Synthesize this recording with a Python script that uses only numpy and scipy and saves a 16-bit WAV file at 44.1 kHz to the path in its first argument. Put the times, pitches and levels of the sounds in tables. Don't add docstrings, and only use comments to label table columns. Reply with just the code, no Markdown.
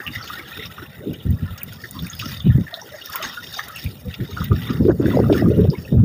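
import sys
import numpy as np
from scipy import signal
from scipy.fft import rfft, irfft, next_fast_len
from scipy.io import wavfile
from scipy.ndimage import uniform_filter1d, minimum_filter1d, map_coordinates

SR = 44100
rng = np.random.default_rng(int(sys.argv[2]) if len(sys.argv) > 2 else 0)


def inscribe(sig):
    pcm = np.round(np.clip(np.atleast_2d(sig).T, -1, 1) * 32767)
    wavfile.write(sys.argv[1], SR, pcm.astype(np.int16))


N = 266452

# f/Hz, level/dB
SPLASH_TONE = [(1800, -20.5), (2200, -4), (2700, 0.5), (3100, -2.5), (3700, 0.5), (4100, -8.5), (4600, -25),
               (6000, -55.5)]
SIZZLE_TONE = [(3500, -41), (4150, -2), (4600, 4), (5500, 5.5), (5900, -16.5), (6500, 5.5), (7200, -15),
               (8000, -10), (9000, -42)]
SPRAY_TONE = [(4000, -21.5), (7000, 4), (8100, -6), (9000, 6), (9500, 5.5), (10100, -1.5), (11000, 0.5),
              (12100, 8.5), (13200, 3.5), (14400, 13.5), (15400, 16.5), (15600, -37), (16500, -16)]
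# t/s, hold/s, low rumble/dB, upper rumble/dB, slap pitch/Hz
WIND_PUFFS = [(0.162, 0.0078, -32.5, -65, 97), (1.069, 0.052, -34.5, -30, 228),
              (1.257, 0.016, -22.5, -36, 108), (1.29, 0.062, -23, -47, 96), (1.429, 0.017, -21, -48, 100),
              (1.506, 0.028, -31, -64, 90), (1.703, 0.017, -41, -65, 115), (2.026, 0.016, -29, -58, 167),
              (2.259, 0.0068, -38, -37, 149), (2.455, 0.053, -13, -56, 166),
              (2.544, 0.0073, -10.5, -35.5, 117.6), (2.579, .035, -18, -33, 201),
              (3.854, 0.0037, -23, -61, 106.5), (4.066, 0.02, -24.5, -56, 89),
              (4.195, 0.036, -23.5, -35, 169.4), (4.32, 0.06, -32, -63, 110),
              (4.406, 0.058, -22, -34.5, 99), (4.507, 0.039, -11.5, -21, 98.5),
              (4.699, 0.084, -21, -28.5, 222), (4.799, 0.063, -14, -24.5, 237),
              (4.887, 0.022, -10, -9.5, 343), (4.996, 0.03, -18, -18.5, 303), (5.085, 0.029, -25, -23, 268),
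              (5.144, 0.094, -19.5, -16.5, 250), (5.295, 0.04, -38, -13.5, 330),
              (5.418, 0.0091, -26, -19.5, 311), (5.461, 0.05, -17, -19.5, 252),
              (5.578, 0.069, -11.5, -17.5, 201), (5.677, 0.019, -20, -15.5, 124),
              (5.778, 0.0092, -28, -37, 189), (5.922, 0.15, -10.5, -20.5, 161)]


def amp(db):
    return 10 ** (np.asarray(db) / 20)


def unit(x):
    return x / np.sqrt(np.mean(x ** 2) + 1e-20)


def curves(rows):
    times, *columns = np.transpose(rows)
    return [np.interp(np.arange(N) / SR, times, column) for column in columns]


def wobble(per_s):
    points = np.clip(rng.standard_normal(int(N * per_s / SR) + 4), -2, 2)
    return map_coordinates(points, [np.arange(N) * per_s / SR])


def coloured(x, tone):
    size = 2 * next_fast_len(N // 2 + 8192)
    hz, db = np.transpose(tone)
    gain = amp(np.interp(np.log(np.fft.rfftfreq(size, 1 / SR) + 1), np.log(hz), db))
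    cepstrum = irfft(np.log(gain), size)
    cepstrum[1:size // 2] *= 2
    cepstrum[size // 2 + 1:] = 0
    return irfft(rfft(x, size) * np.exp(rfft(cepstrum)), size)[:N]


def patchy_noise(depth_db):
    spectrum = signal.stft(rng.standard_normal(N), nperseg=512)[2]
    patches = uniform_filter1d(rng.standard_normal(spectrum.shape), size=3, axis=0)
    patches = uniform_filter1d(patches, size=7, axis=1)
    return unit(signal.istft(spectrum * amp(depth_db * unit(patches)), nperseg=512)[1][:N])


def pings(start_s, db, hz, cycles, rise, warble=0):
    t = np.arange(2048) / SR
    age = t * (hz / cycles)[:, None]
    phase = 2 * np.pi * hz[:, None] * t * (1 + rise * np.minimum(age, 3) / 2)
    if warble:
        wander = uniform_filter1d(rng.standard_normal(age.shape), size=128)
        phase += 2 * np.pi * hz[:, None] * np.cumsum(warble * unit(wander), axis=1) / SR
    wave = amp(db)[:, None] * np.sin(phase) * np.exp(-2 * age) * (1 - np.exp(-4.5 * age)) ** 2
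    where = np.round(start_s * SR).astype(int)[:, None] + np.arange(len(t))
    return np.bincount(where.ravel(), wave.ravel(), N + len(t))[:N]


def spatter(per_s, loud_db, wet_s):
    size_db = loud_db * np.minimum(rng.exponential(size=N), 3)
    hits = (rng.random(N) < per_s / SR) * amp(size_db)
    age = np.arange(512) / SR / wet_s
    bursts = signal.fftconvolve(hits, age * np.exp(-age))[:N]
    return unit(bursts * rng.standard_normal(N))


def spill():
    # f/Hz, level/dB
    mud_tone = [(290, -30), (500, 15), (980, 5), (1940, -9), (2230, -10.5), (3630, -27), (4130, -24),
                (5460, -29), (8000, -32), (10400, -57), (17600, -120)]
    patter = patchy_noise(depth_db=1.5) + .42 * spatter(per_s=2300, loud_db=6, wet_s=.0013)
    return amp(-55.5) * unit(coloured(patter, mud_tone))


def gusts():
    # t/s, low rumble/dB, upper rumble/dB
    breeze = [(0, -43, -46), (1.5, -39.5, -47.5), (2.4, -36.5, -48.5), (2.75, -52, -52.5),
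              (3.8, -43.5, -48), (4.97, -29.5, -42), (5.02, -18.5, -19), (5.66, -19, -24), (5.74, -46, -39),
              (6.04, -19, -30.5)]
    rise_s, fall_db_per_s = .017, 437
    t, gains = np.arange(N) / SR, amp(curves(breeze))
    for start_s, hold_s, low_db, upper_db, _ in WIND_PUFFS:
        rise = np.clip(1 + (t - start_s) / rise_s, 0, 1) ** 2
        fall = amp(-fall_db_per_s * np.maximum(t - start_s - hold_s, 0))
        gains = np.hypot(gains, amp([[low_db], [upper_db]]) * rise * fall)
    return gains


def slaps():
    out, t = np.zeros(N + 4096), np.arange(4096) / SR
    for start_s, _, low_db, upper_db, hz in WIND_PUFFS:
        uneven_t = np.cumsum(1 + .25 * np.repeat(rng.standard_normal(32), 128)) / SR
        swing = np.sin(2 * np.pi * (hz * uneven_t + rng.random()))
        peak_s = .0047 + .49 / hz
        size = amp(5.5) * np.hypot(amp(low_db), amp(upper_db))
        out[round(start_s * SR):][:len(t)] += size * t / peak_s * np.exp(1 - t / peak_s) * swing
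    return out[:N]


def wind():
    # f/Hz, level/dB
    low_tone = [(20, -72), (45, -15.5), (75, 1.5), (115, 3.5), (190, -0.5), (260, -9.5), (400, -44),
                (800, -77.5)]
    upper_tone = [(120, -19), (220, 3.5), (300, 4.5), (430, 2), (600, -10), (900, -40.5), (1600, -82)]
    crackle_tone = [(300, -41), (500, -6), (700, -8), (1000, -11.5), (1600, -8), (3000, -66)]
    # t/s, level/dB, f/Hz
    air_snaps = [(4.897, 4.5, 510), (5.082, -7, 524), (5.17, 4, 527), (5.19, -4, 806), (5.2, 0, 562),
                 (5.299, 0, 575), (5.327, -3.5, 625), (5.422, -7, 634), (5.652, -8, 605), (5.944, -12, 437)]
    low_gain, upper_gain = gusts()
    crackle_gain = amp(-.5) * upper_gain ** 2.7
    start_s, db, hz = np.transpose(air_snaps)
    snaps = pings(start_s, db, hz, cycles=3.3, rise=0, warble=.095)
    lumps = wobble(28)
    low = unit(amp(3 * lumps) * coloured(patchy_noise(depth_db=2), low_tone))
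    upper = unit(amp(3.35 * lumps + .76 * wobble(45)) * coloured(patchy_noise(depth_db=7), upper_tone))
    crackle = unit(amp(7 * wobble(60)) * coloured(rng.standard_normal(N), crackle_tone))
    return low_gain * low + upper_gain * upper + crackle_gain * crackle + slaps() + snaps


def ticks():
    # t/s, click/dB, splash/dB
    drops = [(0.0693, -30, -21), (0.277, -35, -9), (1.131, -34, -16), (1.307, -29, -43), (1.5764, -32, -12),
             (1.632, -19, -77), (1.732, -28, -19), (1.9097, -22, -44), (2.0226, -28, -31),
             (2.067, -27.5, -50), (2.151, -29.5, -34), (2.1919, -24, -5.5), (2.21, -41, -9.5),
             (3.0583, -27, -15), (3.099, -27, -52), (3.128, -24, -11), (3.157, -13, -2.5), (3.224, -29, -1),
             (3.527, -26.5, -25), (3.684, -23, -42), (3.76, -25, -4.5), (3.841, -28, -35),
             (3.886, -48, -38), (4.138, -37, -12.5), (4.442, -19.5, -16), (4.701, -47, -14.5),
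             (5.324, -31, -7)]
    clicks, splashes, t = np.zeros(N + 2048), np.zeros(N + 2048), np.arange(2048) / SR
    click_tail = .1 * (1 - np.exp(-t / .002)) * amp(-60 * t / .05)
    click_shape = t / .0008 * np.exp(-t / .0008) + click_tail
    splash_shape = .6 * t / .005 * np.exp(-t / .005)
    for start_s, click_db, splash_db in drops:
        tint = rng.standard_normal(10)
        noise = np.convolve(rng.standard_normal(len(t)), tint / np.linalg.norm(tint))[:len(t)]
        clicks[round(start_s * SR):][:len(t)] += amp(click_db) * click_shape * noise
        splashes[round(start_s * SR):][:len(t)] += amp(splash_db) * splash_shape * noise
    sizzle = amp(-9.5) * coloured(splashes[:N], SIZZLE_TONE)
    return coloured(clicks[:N], SPRAY_TONE) + coloured(splashes[:N], SPLASH_TONE) + sizzle


def plops():
    # t/s, level/dB, f/Hz, life/cycles
    loud_bubbles = [(0.002, -9.5, 1740, 7.4), (0.065, -11, 2770, 9.1), (0.077, -6.5, 2760, 6),
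                    (0.226, -16.5, 4740, 26), (0.274, -21.5, 3250, 25), (0.3, -10, 1216, 6.3),
                    (0.394, -17, 2150, 10), (0.594, -18, 1990, 16), (0.623, -18, 1920, 20),
                    (0.656, -20, 4960, 21), (0.7752, -20, 1338, 24), (1.013, -25.5, 537, 28),
                    (1.135, -29.5, 2980, 55), (1.2, -31, 3050, 35), (1.615, -21.5, 2540, 20),
                    (1.722, -25, 1410, 14), (1.8363, -15, 1720, 23), (1.947, -24.5, 1060, 32),
                    (1.99, -16, 3615, 19), (2.0667, -19, 2350, 10), (2.0994, -14.5, 6700, 22),
                    (2.1316, -19.5, 3700, 19), (2.197, -16, 2900, 9.4), (2.2163, -19, 1350, 43),
                    (2.4035, -14.5, 3390, 16), (2.5008, -20, 1806, 21), (2.664, -20.5, 1775, 32),
                    (2.6792, -18, 1810, 17), (2.722, -22.5, 1900, 18), (2.727, -21, 665, 12),
                    (2.741, -5.5, 3320, 6.2), (2.769, -25, 646, 13), (2.815, -17, 5370, 14),
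                    (2.818, -24.5, 873, 9.3), (2.912, -26, 548, 27), (2.936, -24, 600, 13),
                    (2.937, -24, 1770, 14), (3.013, -21.5, 2950, 35), (3.088, -22, 1262, 25),
                    (3.058, -18, 5380, 22), (3.143, -18, 1004, 22), (3.1557, -12, 1290, 14),
                    (3.189, -17, 1324, 16), (3.199, -21.5, 598, 7.7), (3.212, -16, 1310, 16),
                    (3.265, -31, 1830, 18), (3.267, -28, 1105, 11), (3.422, -25, 1880, 38),
                    (3.589, -8, 1220, 5.7), (3.3698, -11.5, 1370, 15.4), (3.564, -23, 780, 22),
                    (3.5924, -5, 1740, 7.9), (3.694, -17.5, 1303, 13), (3.7554, -21, 2664, 67),
                    (3.861, -18, 2430, 14), (4.048, -25, 493, 21), (4.2004, -24.5, 1780, 20),
                    (4.288, -20.5, 398, 9.9), (4.3652, -11.5, 1350, 23.6), (4.41, -14, 1300, 16),
                    (4.5133, -7, 1153, 8.9), (4.689, -18, 1244, 33), (5.0586, -8, 1525, 5.6),
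                    (5.11, -12, 1360, 5.7), (5.132, -20, 995, 14), (5.238, -12.5, 1285, 5.4),
                    (5.258, -22, 1230, 14), (5.385, -24, 1960, 12), (5.3437, -10, 1360, 9.3),
                    (5.456, -17, 1244, 11), (5.6, -33, 1140, 17), (5.7014, -13, 5180, 10.3),
                    (5.729, -25.5, 994, 18), (5.75, -23, 2050, 13), (5.85, -26, 2580, 14),
                    (5.876, -25, 1800, 13), (5.984, -30.5, 1366, 15)]
    start_s, db, hz, cycles = np.transpose(loud_bubbles)
    direct = pings(start_s, db, hz, np.clip(cycles, 2, 60), rise=.028, warble=.067)
    echoes = rng.standard_normal(4096) * amp(-60 * np.arange(4096) / SR / .1)
    return direct + amp(-3.5) * signal.fftconvolve(direct, echoes / np.linalg.norm(echoes))[:N]


def bubble_swarm(count, centre_hz, spread, cycles, loud_db):
    when, pitch, size, life = rng.random((count, 4)).T
    hz = np.clip(centre_hz * (pitch / (1 - pitch)) ** (spread / 2), 300, 16000)
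    size_db = loud_db * np.minimum(-np.log(size), 3)
    return unit(pings(when * N / SR, size_db, hz, cycles * (.5 + life), rise=.021))


def bottle_ring(drive, gurgle_db, splash_db, sizzle_db):
    # f/Hz, width/Hz, level/dB
    bottle_notes = [(800, 83, -15), (1348, 120, -9), (1940, 250, -1.5), (2820, 150, -9), (3690, 200, 1.5),
                    (4630, 420, -10.5), (5460, 260, -3), (6080, 180, -9)]
    size = next_fast_len(N + 8192)
    f, spectrum = np.fft.rfftfreq(size, 1 / SR), 0
    for hz, width_hz, db in bottle_notes:
        flow_db = gurgle_db if hz < 2200 else splash_db if hz < 4200 else sizzle_db
        push = rfft(drive * amp(flow_db + 5.2 * wobble(14)), size)
        resonance = 1j * f * width_hz / (hz * hz - f * f + 1j * f * width_hz)
        spectrum = spectrum + amp(db) * push * resonance ** 2
    return irfft(spectrum, size)[:N]


def stream():
    # t/s, splash/dB, gurgle over splash/dB, sizzle over splash/dB
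    flow = [(0, -48.5, 6.5, -5), (.29, -46, 6.5, -1), (.6, -43, -2.5, -16.5), (.81, -51, 5.5, -10),
            (1.02, -51.5, -0.5, -11), (1.23, -56.5, 2, -8.5), (1.58, -48, 4, -17.5),
            (1.85, -52.5, -0.5, 4.5), (2.07, -50, 2.5, -2.5), (2.3, -42.5, 0, -0.5),
            (2.45, -51.5, -4, -15.5), (2.67, -54.5, 5.5, -2), (3.04, -51, 3.5, 0.5), (3.25, -35.5, 5, -5),
            (3.41, -46, -4, -4.5), (3.57, -39.5, -1, -1.5), (3.7, -52, 9, 0.5), (3.84, -40, -9, -5),
            (3.95, -53.5, -1, -7), (4.27, -50, 1, -9), (4.36, -43.5, -3.5, -6.5), (4.5, -51, 1.5, -8.5),
            (4.7, -42, 5, -7), (4.95, -60, -1, 0.5), (5.05, -47.5, 3.5, -6), (5.15, -45.5, 1, -7),
            (5.25, -56.5, 9, 0), (5.39, -40.5, 2, -4), (5.45, -62, 9.5, 0), (5.56, -44.5, 4, -15),
            (5.69, -53.5, -2.5, -11), (5.73, -46, -7, -14), (5.82, -60, 7.5, 4), (5.96, -55, -10, -12.5),
            (6.04, -64, -12, -6.5)]
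    # f/Hz, level/dB
    gurgle_tone = [(300, -6), (600, -2.5), (1000, -1.5), (1370, 5), (1600, 1), (1860, 9), (2200, -6.5),
                   (3000, -29)]
    splash_db, gurgle_over_db, sizzle_over_db = curves(flow)
    gurgle_db, sizzle_db = splash_db + gurgle_over_db, splash_db + sizzle_over_db
    spray_db = -26 + .49 * splash_db + .12 * sizzle_over_db
    surge_db = .6 * wobble(9) + 1.3 * wobble(25) + 1.8 * wobble(80)
    drops = spatter(per_s=1200, loud_db=7, wet_s=.0007)
    big = bubble_swarm(count=1500, centre_hz=1521.7, spread=.3036, cycles=20, loud_db=6)
    small = bubble_swarm(count=3600, centre_hz=4208, spread=.38, cycles=16.3, loud_db=7)
    tiny = bubble_swarm(count=1500, centre_hz=11000, spread=.3, cycles=7, loud_db=4)

    def layer(db, tone, bubbles_and_drops, patch_db, flicker_db, per_s):
        water = unit(coloured(patchy_noise(patch_db) + bubbles_and_drops, tone))
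        return amp(db + surge_db + flicker_db * wobble(per_s)) * water

    gurgle = layer(gurgle_db, gurgle_tone, .5 * big + .7 * drops, patch_db=4, flicker_db=2.5, per_s=14)
    splash = layer(splash_db, SPLASH_TONE, .45 * small + 1.18 * drops,
                   patch_db=10, flicker_db=3.26, per_s=22.227)
    sizzle = layer(sizzle_db, SIZZLE_TONE, .6 * small + .7 * drops, patch_db=7, flicker_db=2.6, per_s=22)
    spray = layer(spray_db, SPRAY_TONE, .4 * tiny + .6 * drops, patch_db=3.5, flicker_db=2.2, per_s=40)
    drive = rng.standard_normal(N) + 1.6 * drops
    ring = amp(9.5 + surge_db) * bottle_ring(drive, gurgle_db, splash_db, sizzle_db)
    return gurgle + splash + sizzle + spray + ring


def scene():
    return (stream() + plops() + ticks() + wind() + spill())[None]


def record(dry):
    low_hz, top_hz, limit, clip_level = 46, 16800, .74, .69
    dry = signal.sosfilt(signal.butter(2, low_hz, "high", fs=SR, output="sos"), dry)
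    safe_gain = np.minimum(1, limit / (np.abs(dry) + 1e-9))
    limited = dry * uniform_filter1d(minimum_filter1d(safe_gain, size=900), size=800)
    clipped = limited / (1 + np.abs(limited / clip_level) ** 60) ** (1 / 60)
    size = next_fast_len(N + 4096)
    passed = np.fft.rfftfreq(size, 1 / SR) < top_hz
    return irfft(rfft(clipped, size) * passed, size)[..., :N]


dry = scene()
out = record(dry)
inscribe(out)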